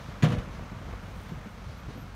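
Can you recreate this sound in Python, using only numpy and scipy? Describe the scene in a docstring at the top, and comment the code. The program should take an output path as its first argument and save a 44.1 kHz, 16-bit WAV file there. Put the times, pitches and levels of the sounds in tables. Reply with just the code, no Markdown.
"""An open field, light wind, dry stubble crackling. Some way off, a dump truck pulls away from a soil heap.
Its steel tailgate swings shut: the latch cracks, the plates clash, the empty bed booms, and a few
rebounds follow. The diesel rumbles throughout, its firings driving low exhaust tones and a clatter.
The body knocks over the rough ground and rubbing metal squeaks thinly.
Ground and trees scatter a dull tail back from every blow."""
import sys
import numpy as np
from scipy import signal
from scipy.fft import rfft, irfft
from scipy.io import wavfile

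SR = 44100
rng = np.random.default_rng(int(sys.argv[2]) if len(sys.argv) > 2 else 0)


def unload_wav(signal):
    """Save mono or channel-first audio to the path in sys.argv[1] as 16-bit WAV at rate SR, clipped to [-1, 1]."""
    wavfile.write(
        sys.argv[1],
        SR,
        np.round(np.clip(np.atleast_2d(signal).T, -1, 1) * 32767).astype(np.int16),
    )


N = 94815
T = np.arange(N) / SR

# colour of the wind's rumble (frequency [Hz], relative density [dB])
RUMBLE_SPECTRUM = [(15, -37), (30, -23), (45, 6), (70, 2), (100, -5.5), (130, -2), (200, -10.5), (300, -26),
                   (1000, -57)]
# gusts of rumble on the microphone (time [s], level [dB])
RUMBLE_LEVEL = [(0, -49.5), (.11, -45.5), (.18, -53), (.3, -43), (.385, -41), (.47, -44.5), (.9, -42.5),
                (.98, -45), (1.15, -40), (1.25, -47), (1.34, -38), (1.43, -43.5), (1.56, -49),
                (1.69, -42.5), (1.85, -45), (2.15, -49)]
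# colour of the faint hiss (frequency [Hz], relative density [dB])
HISS_SPECTRUM = [(1500, -11), (3200, 6.5), (4400, 5), (6300, -3), (8000, -13.5), (10400, -10), (12500, -18),
                 (15500, -25)]
# swells of the hiss (time [s], level [dB])
HISS_LEVEL = [(0, -59), (.1, -60), (.18, -68), (.49, -67), (.55, -59), (.62, -66), (.76, -72), (.88, -66),
              (1.05, -68), (1.28, -63), (1.4, -74), (1.73, -59), (1.79, -64), (1.85, -74), (1.9, -59),
              (1.99, -66), (2.07, -67)]
# colour of snapping stalks (frequency [Hz], relative density [dB])
STUBBLE_SPECTRUM = [(2000, -11), (5000, -7), (6500, -10.5), (9300, 0.5), (10400, -10), (12500, -2),
                    (15500, -7)]
# swells of the stubble's crackle (time [s], level [dB])
STUBBLE_LEVEL = [(0, -71.5), (.7, -74.5), (1.03, -72.5), (1.22, -65.5), (1.38, -74), (1.5, -69.5),
                 (1.62, -76), (2.15, -72.5)]

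# thin metal squeaks (time [s], length [s], start pitch [Hz], end pitch [Hz], level [dB])
SQUEAKS = [(1.278, .035, 11800, 11950, -70), (1.32, 0.047, 12050, 12100, -73),
           (1.765, .05, 11900, 11750, -70), (1.792, .04, 11800, 12000, -67),
           (1.935, 0.14, 12300, 12200, -65.5)]
# the diesel's pace and loudness (time [s], firing rate [Hz], gain [dB])
ENGINE_CURVE = [(0, 48.8, 1), (.5, 46, 0.5), (.9, 47, 0.5), (1.1, 48, 0), (1.35, 49, 0.6), (1.6, 47, -1.75),
                (1.95, 49, -.3), (2.15, 48, -2)]
# exhaust tones (harmonic [x firing rate], level [dB])
EXHAUST_HARMONICS = [(1, -48), (2, -47), (3, -58.5), (4, -60.5), (5, -64)]
# colour of the diesel clatter (frequency [Hz], relative density [dB])
CLATTER_SPECTRUM = [(120, -26), (200, -2.5), (352, -17.5), (446, -11.5), (728, -13.5), (1280, -13),
                    (2020, -20), (2170, -18.5), (2380, -21.5), (3360, -26.5), (4840, -32.5), (6130, -31.5),
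                    (10400, -49.5), (12200, -44), (15500, -64)]

# knocks of the body on rough ground (time [s], pitch [Hz], thud level [dB], clank level [dB])
BODY_KNOCKS = [(0.086, 144, -30.5, -51), (0.126, 192, -38.5, -61), (.378, 61.6, -25.5, -58),
               (.476, 152, -31, -44), (0.541, 207, -41, -40.5), (0.584, 79, -33, -60), (.609, 92, -34, -50),
               (0.623, 155, -34, -54), (0.718, 189, -32.5, -61), (.765, 98, -31.5, -60),
               (0.813, 132, -32.5, -42), (0.865, 153, -43, -52), (.885, 167, -37, -46),
               (0.926, 84, -33, -40), (1.039, 129.5, -39.5, -46), (1.078, 173, -38, -60),
               (1.155, 80, -33.5, -51), (1.32, 171.5, -30.5, -63), (1.372, 85, -33.5, -67),
               (1.459, 203.8, -34, -56), (1.616, 192, -39, -66), (1.691, 93, -39.5, -43.5),
               (1.852, 207, -39.5, -56), (1.883, 129, -30.5, -48), (1.893, 215, -35.5, -56),
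               (1.956, 254, -36, -58), (1.978, 262, -39.5, -56), (2.023, 144, -38, -57)]
# modes of a body thud (frequency [x pitch], level [dB], t60 [s])
THUD_MODES = [(.62, -4.5, 0.044), (1, 4.5, 0.066), (1.37, -5, 0.065), (1.95, -8.5, .07)]
# colour of a clank (frequency [Hz], relative density [dB])
CLANK_SPECTRUM = [(150, 9), (450, 1), (650, 8), (900, -12), (2000, -10), (5000, -26.5), (15000, -53)]
# short clacks of loose fittings (time [s], pitch [Hz], level [dB])
FITTING_CLACKS = [(0.594, 645, -32), (0.6227, 594, -37), (.936, 480, -30.5), (1.888, 396, -35.5)]
# modes of a clack (frequency [x pitch], level [dB], t60 [s])
CLACK_MODES = [(.75, -10, 0.019), (1, -0.5, 0.023), (1.4, -5.5, 0.019), (2.1, -3, 0.011)]

# the tailgate's slam and rebounds (time [s], boom level [dB], clash level [dB])
GATE_BLOWS = [(0.2245, -24.5, -33), (0.228, -23.5, -36), (0.2335, -11.7, -31.5), (0.2404, -22, -32.5),
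              (0.2479, -22.5, -41.5), (0.2835, -27, -39.5), (0.2999, -25, -40), (0.318, -25.1, -36.5),
              (.334, -20, -43), (0.3821, -35, -43)]
# modes of the empty bed and the gate (frequency [Hz], level [dB], t60 [s])
BED_MODES = [(49.4, -24, .7), (111.9, -10.7, .3), (123.2, -8, .28), (143.8, -6.4, .14), (155.3, -1.8, .19),
             (178.4, -12.4, .22), (202.4, -9.3, .2), (235.4, -15, .28), (302.8, -21.5, .27),
             (485, -21, .48), (548.4, -29, .35), (609.8, -28.5, .35), (715.6, -21.5, .28), (980, -34, .35),
             (1130, -32, .35), (1238, -34, .3), (1513, -35, .3), (1696, -36, .27), (1914, -34, .25),
             (3160, -40, .25), (4270, -44, .3)]
# colour of the steel plates' dense modes (frequency [Hz], relative density [dB])
CLASH_SPECTRUM = [(100, -24), (300, 6), (680, 3.5), (860, -3), (1300, 1.5), (2000, -2.5), (2750, -4),
                  (3200, -3), (4300, -9), (4900, -15), (6200, -12.5), (8000, -21), (11000, -24.5),
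                  (15500, -32)]
# ring-out of the plates (frequency [Hz], t60 [s])
CLASH_DECAY = [(200, 0.28), (700, 0.31), (2000, 0.23), (4000, 0.17), (8000, 0.14), (15000, 0.093)]
# cracks of the latch (time [s], level [dB])
LATCH_CRACKS = [(.2238, -24), (.2293, -19)]
# modes of the latch (frequency [Hz], level [dB], t60 [s])
LATCH_MODES = [(1946, -6, 0.02), (2390, -6, 0.011), (3370, -9, 0.017), (4100, -17, 0.023),
               (6766, -18.5, 0.031)]
# thin after-ring of the latch (time [s], frequency [Hz], level [dB], t60 [s])
LATCH_RING = [(0.271, 11000, -67, 1.1)]

ATTACK_S = 0.0021  # shared by the booms, the thuds and the latch's after-ring


def amp(db):
    """Decibels to gain."""
    return 10 ** (np.asarray(db) / 20)


def unit(x):
    """Scales to rms 1."""
    return x / np.sqrt(np.mean(x ** 2) + 1e-20)


def over_hz(points, hz):
    """Reads a table on a log-frequency axis."""
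    f, value = np.transpose(points)
    return np.interp(np.log(hz + 1), np.log(f + 1), value)


def over_time(points, column=1):
    """Reads one column of a curve at every sample."""
    table = np.transpose(points)
    return np.interp(T, table[0], table[column])


def add(mix, s, sound):
    """Mixes a sound in at s seconds."""
    part = mix[max(round(s * SR), 0):][:len(sound)]
    part += sound[:len(part)]


def coloured(x, spectrum):
    """Shapes x with an EQ curve, at rms 1."""
    gain = amp(over_hz(spectrum, np.fft.rfftfreq(N, 1 / SR)))
    return unit(irfft(rfft(x) * gain, N))


def noise(spectrum):
    """Coloured noise of rms 1."""
    return coloured(rng.standard_normal(N), spectrum)


def drift(rate_hz):
    """A smooth random modulator of rms 1, rolling off above rate_hz."""
    hz = np.fft.rfftfreq(N, 1 / SR)
    lowpass = (hz > 0) * np.exp(-(hz / rate_hz) ** 2)
    return unit(irfft(rfft(rng.standard_normal(N)) * lowpass, N))


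def decay(t, t60):
    """An exponential fade, 60 dB down after t60 seconds."""
    return np.exp(-np.log(1000) * t / t60)


def strike(attack_s, t60):
    """Envelope of a blow: quick attack, exponential decay."""
    return (1 - np.exp(-T / attack_s)) * decay(T, t60)


def ring(modes, attack_s, pitch=1):
    """A struck object: a sum of dying sines, their frequencies multiplied by pitch."""
    t = T[:SR * 3 // 4]
    partials = sum(amp(db) * decay(t, t60) * np.sin(2 * np.pi * f * pitch * t) for f, db, t60 in modes)
    return (np.exp(-t / attack_s) - 1) * partials


def wind(lumpy_db=2):
    """Wind buffets the microphone with a lumpy rumble; a faint hiss comes and goes."""
    rumble = noise(RUMBLE_SPECTRUM) * amp(over_time(RUMBLE_LEVEL) + lumpy_db * drift(42))
    hiss = noise(HISS_SPECTRUM) * amp(over_time(HISS_LEVEL))
    return rumble + hiss


def stubble(snaps_per_s=4200, spread_db=2.5):
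    """Dry stalks rustle in many tiny snaps, a few louder than the rest."""
    snaps = (rng.random(N) < snaps_per_s / SR) * rng.choice([-1, 1], N)
    strength = amp(spread_db * np.minimum(rng.exponential(1, N), 5))
    return amp(over_time(STUBBLE_LEVEL)) * coloured(snaps * strength, STUBBLE_SPECTRUM)


def field_scatter(sound, send_db=-13.5, band_hz=(260, 2480)):
    """Ground and trees scatter back a faint, dull reverb tail."""
    tail = rng.standard_normal(N) * strike(attack_s=0.017, t60=0.86)
    band = signal.butter(2, band_hz, "band", fs=SR, output="sos")
    dull_tail = signal.sosfilt(band, tail / np.linalg.norm(tail))
    return signal.fftconvolve(amp(send_db) * sound, dull_tail)[:N]


def squeaks(waver_hz=45, flutter_db=3):
    """Rubbing metal sings briefly on a very high, wavering note."""
    out = np.zeros(N)
    for s, length, start_hz, end_hz, db in SQUEAKS:
        progress = np.linspace(0, 1, round(length * SR))
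        hz = start_hz + (end_hz - start_hz) * progress + waver_hz * drift(120)[:len(progress)]
        swell = amp(db) * np.sin(np.pi * progress)
        add(out, s, swell * np.sin(2 * np.pi * np.cumsum(hz) / SR))
    return out * amp(flutter_db * drift(60))


def engine(wander=0.0302, uneven_db=2, clatter_db=-47.5, flicker_db=0.63, beat_depth=0.33):
    """Uneven firings drive low exhaust tones and a pulsing diesel clatter."""
    firing_hz = over_time(ENGINE_CURVE) * (1 + wander * drift(12))
    firings = np.cumsum(firing_hz) / SR
    exhaust = np.zeros(N)
    for harmonic, db in EXHAUST_HARMONICS:
        gain = amp(db + uneven_db * drift(10))
        exhaust += gain * np.sin(2 * np.pi * (harmonic * firings + rng.random()))
    beat = unit(1 + beat_depth * np.exp(-(firings % 1) / 0.1))  # each accent lasts a tenth of a cycle
    low_cut = signal.butter(3, 150, "high", fs=SR, output="sos")
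    clatter = beat * signal.sosfilt(low_cut, noise(CLATTER_SPECTRUM))
    clatter *= amp(clatter_db + flicker_db * drift(60))
    return amp(over_time(ENGINE_CURVE, column=2)) * (exhaust + clatter)


def body_knocks():
    """The body thuds and its loose fittings clank and clack as the wheels cross ruts."""
    tones, clank_envelope = np.zeros((2, N))
    hit = strike(attack_s=0.0032, t60=0.11)
    for s, hz, thud_db, clank_db in BODY_KNOCKS:
        add(tones, s, amp(thud_db) * ring(THUD_MODES, ATTACK_S, pitch=hz))
        add(clank_envelope, s, amp(clank_db) * hit)
    for s, hz, db in FITTING_CLACKS:
        add(tones, s, amp(db) * ring(CLACK_MODES, attack_s=0.00044, pitch=hz))
    return tones + clank_envelope * noise(CLANK_SPECTRUM)


def latch():
    """The struck latch cracks sharply and leaves a thin, high ring."""
    out = np.zeros(N)
    for s, db in LATCH_CRACKS:
        add(out, s, amp(db) * ring(LATCH_MODES, attack_s=0.0002))
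    for s, *mode in LATCH_RING:
        add(out, s, ring([mode], ATTACK_S))
    return out


def plate_clash(attack_s=0.001):
    """Countless steel plate modes start together; the high ones die first."""
    hz, t, bands = signal.stft(noise(CLASH_SPECTRUM)[:SR // 2], SR, nperseg=256)
    bands *= decay(t, over_hz(CLASH_DECAY, hz)[:, None])
    _, plates = signal.istft(bands, SR, nperseg=256)
    return plates * (1 - np.exp(-T[:len(plates)] / attack_s))


def tailgate(chatter_db=0.5, chatter_hz=250):
    """Each blow of the gate booms the empty bed and sets the loose plates chattering."""
    boom = ring(BED_MODES, ATTACK_S)
    booms, plates = np.zeros((2, N))
    for s, boom_db, clash_db in GATE_BLOWS:
        add(booms, s, amp(boom_db) * boom)
        add(plates, s, amp(clash_db) * plate_clash())
    return booms + plates * amp(-chatter_db * drift(chatter_hz))


def scene():
    """The truck, the wind and the dry field in mono; only the impacts feed the reverb."""
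    impacts = tailgate() + latch() + body_knocks()
    return (impacts + field_scatter(impacts) + engine() + wind() + stubble() + squeaks())[None]


def record(dry, low_cut_hz=32.7, high_cut_hz=15720):
    """A low cut trims the deepest rumble and a steep high cut takes off the very top."""
    low_cut = signal.butter(4, low_cut_hz, "high", fs=SR, output="sos")
    high_cut = signal.firwin(1023, high_cut_hz, window=("kaiser", 9), fs=SR)
    return signal.oaconvolve(signal.sosfilt(low_cut, dry), high_cut[None], "same")


dry = scene()
out = record(dry)
unload_wav(out)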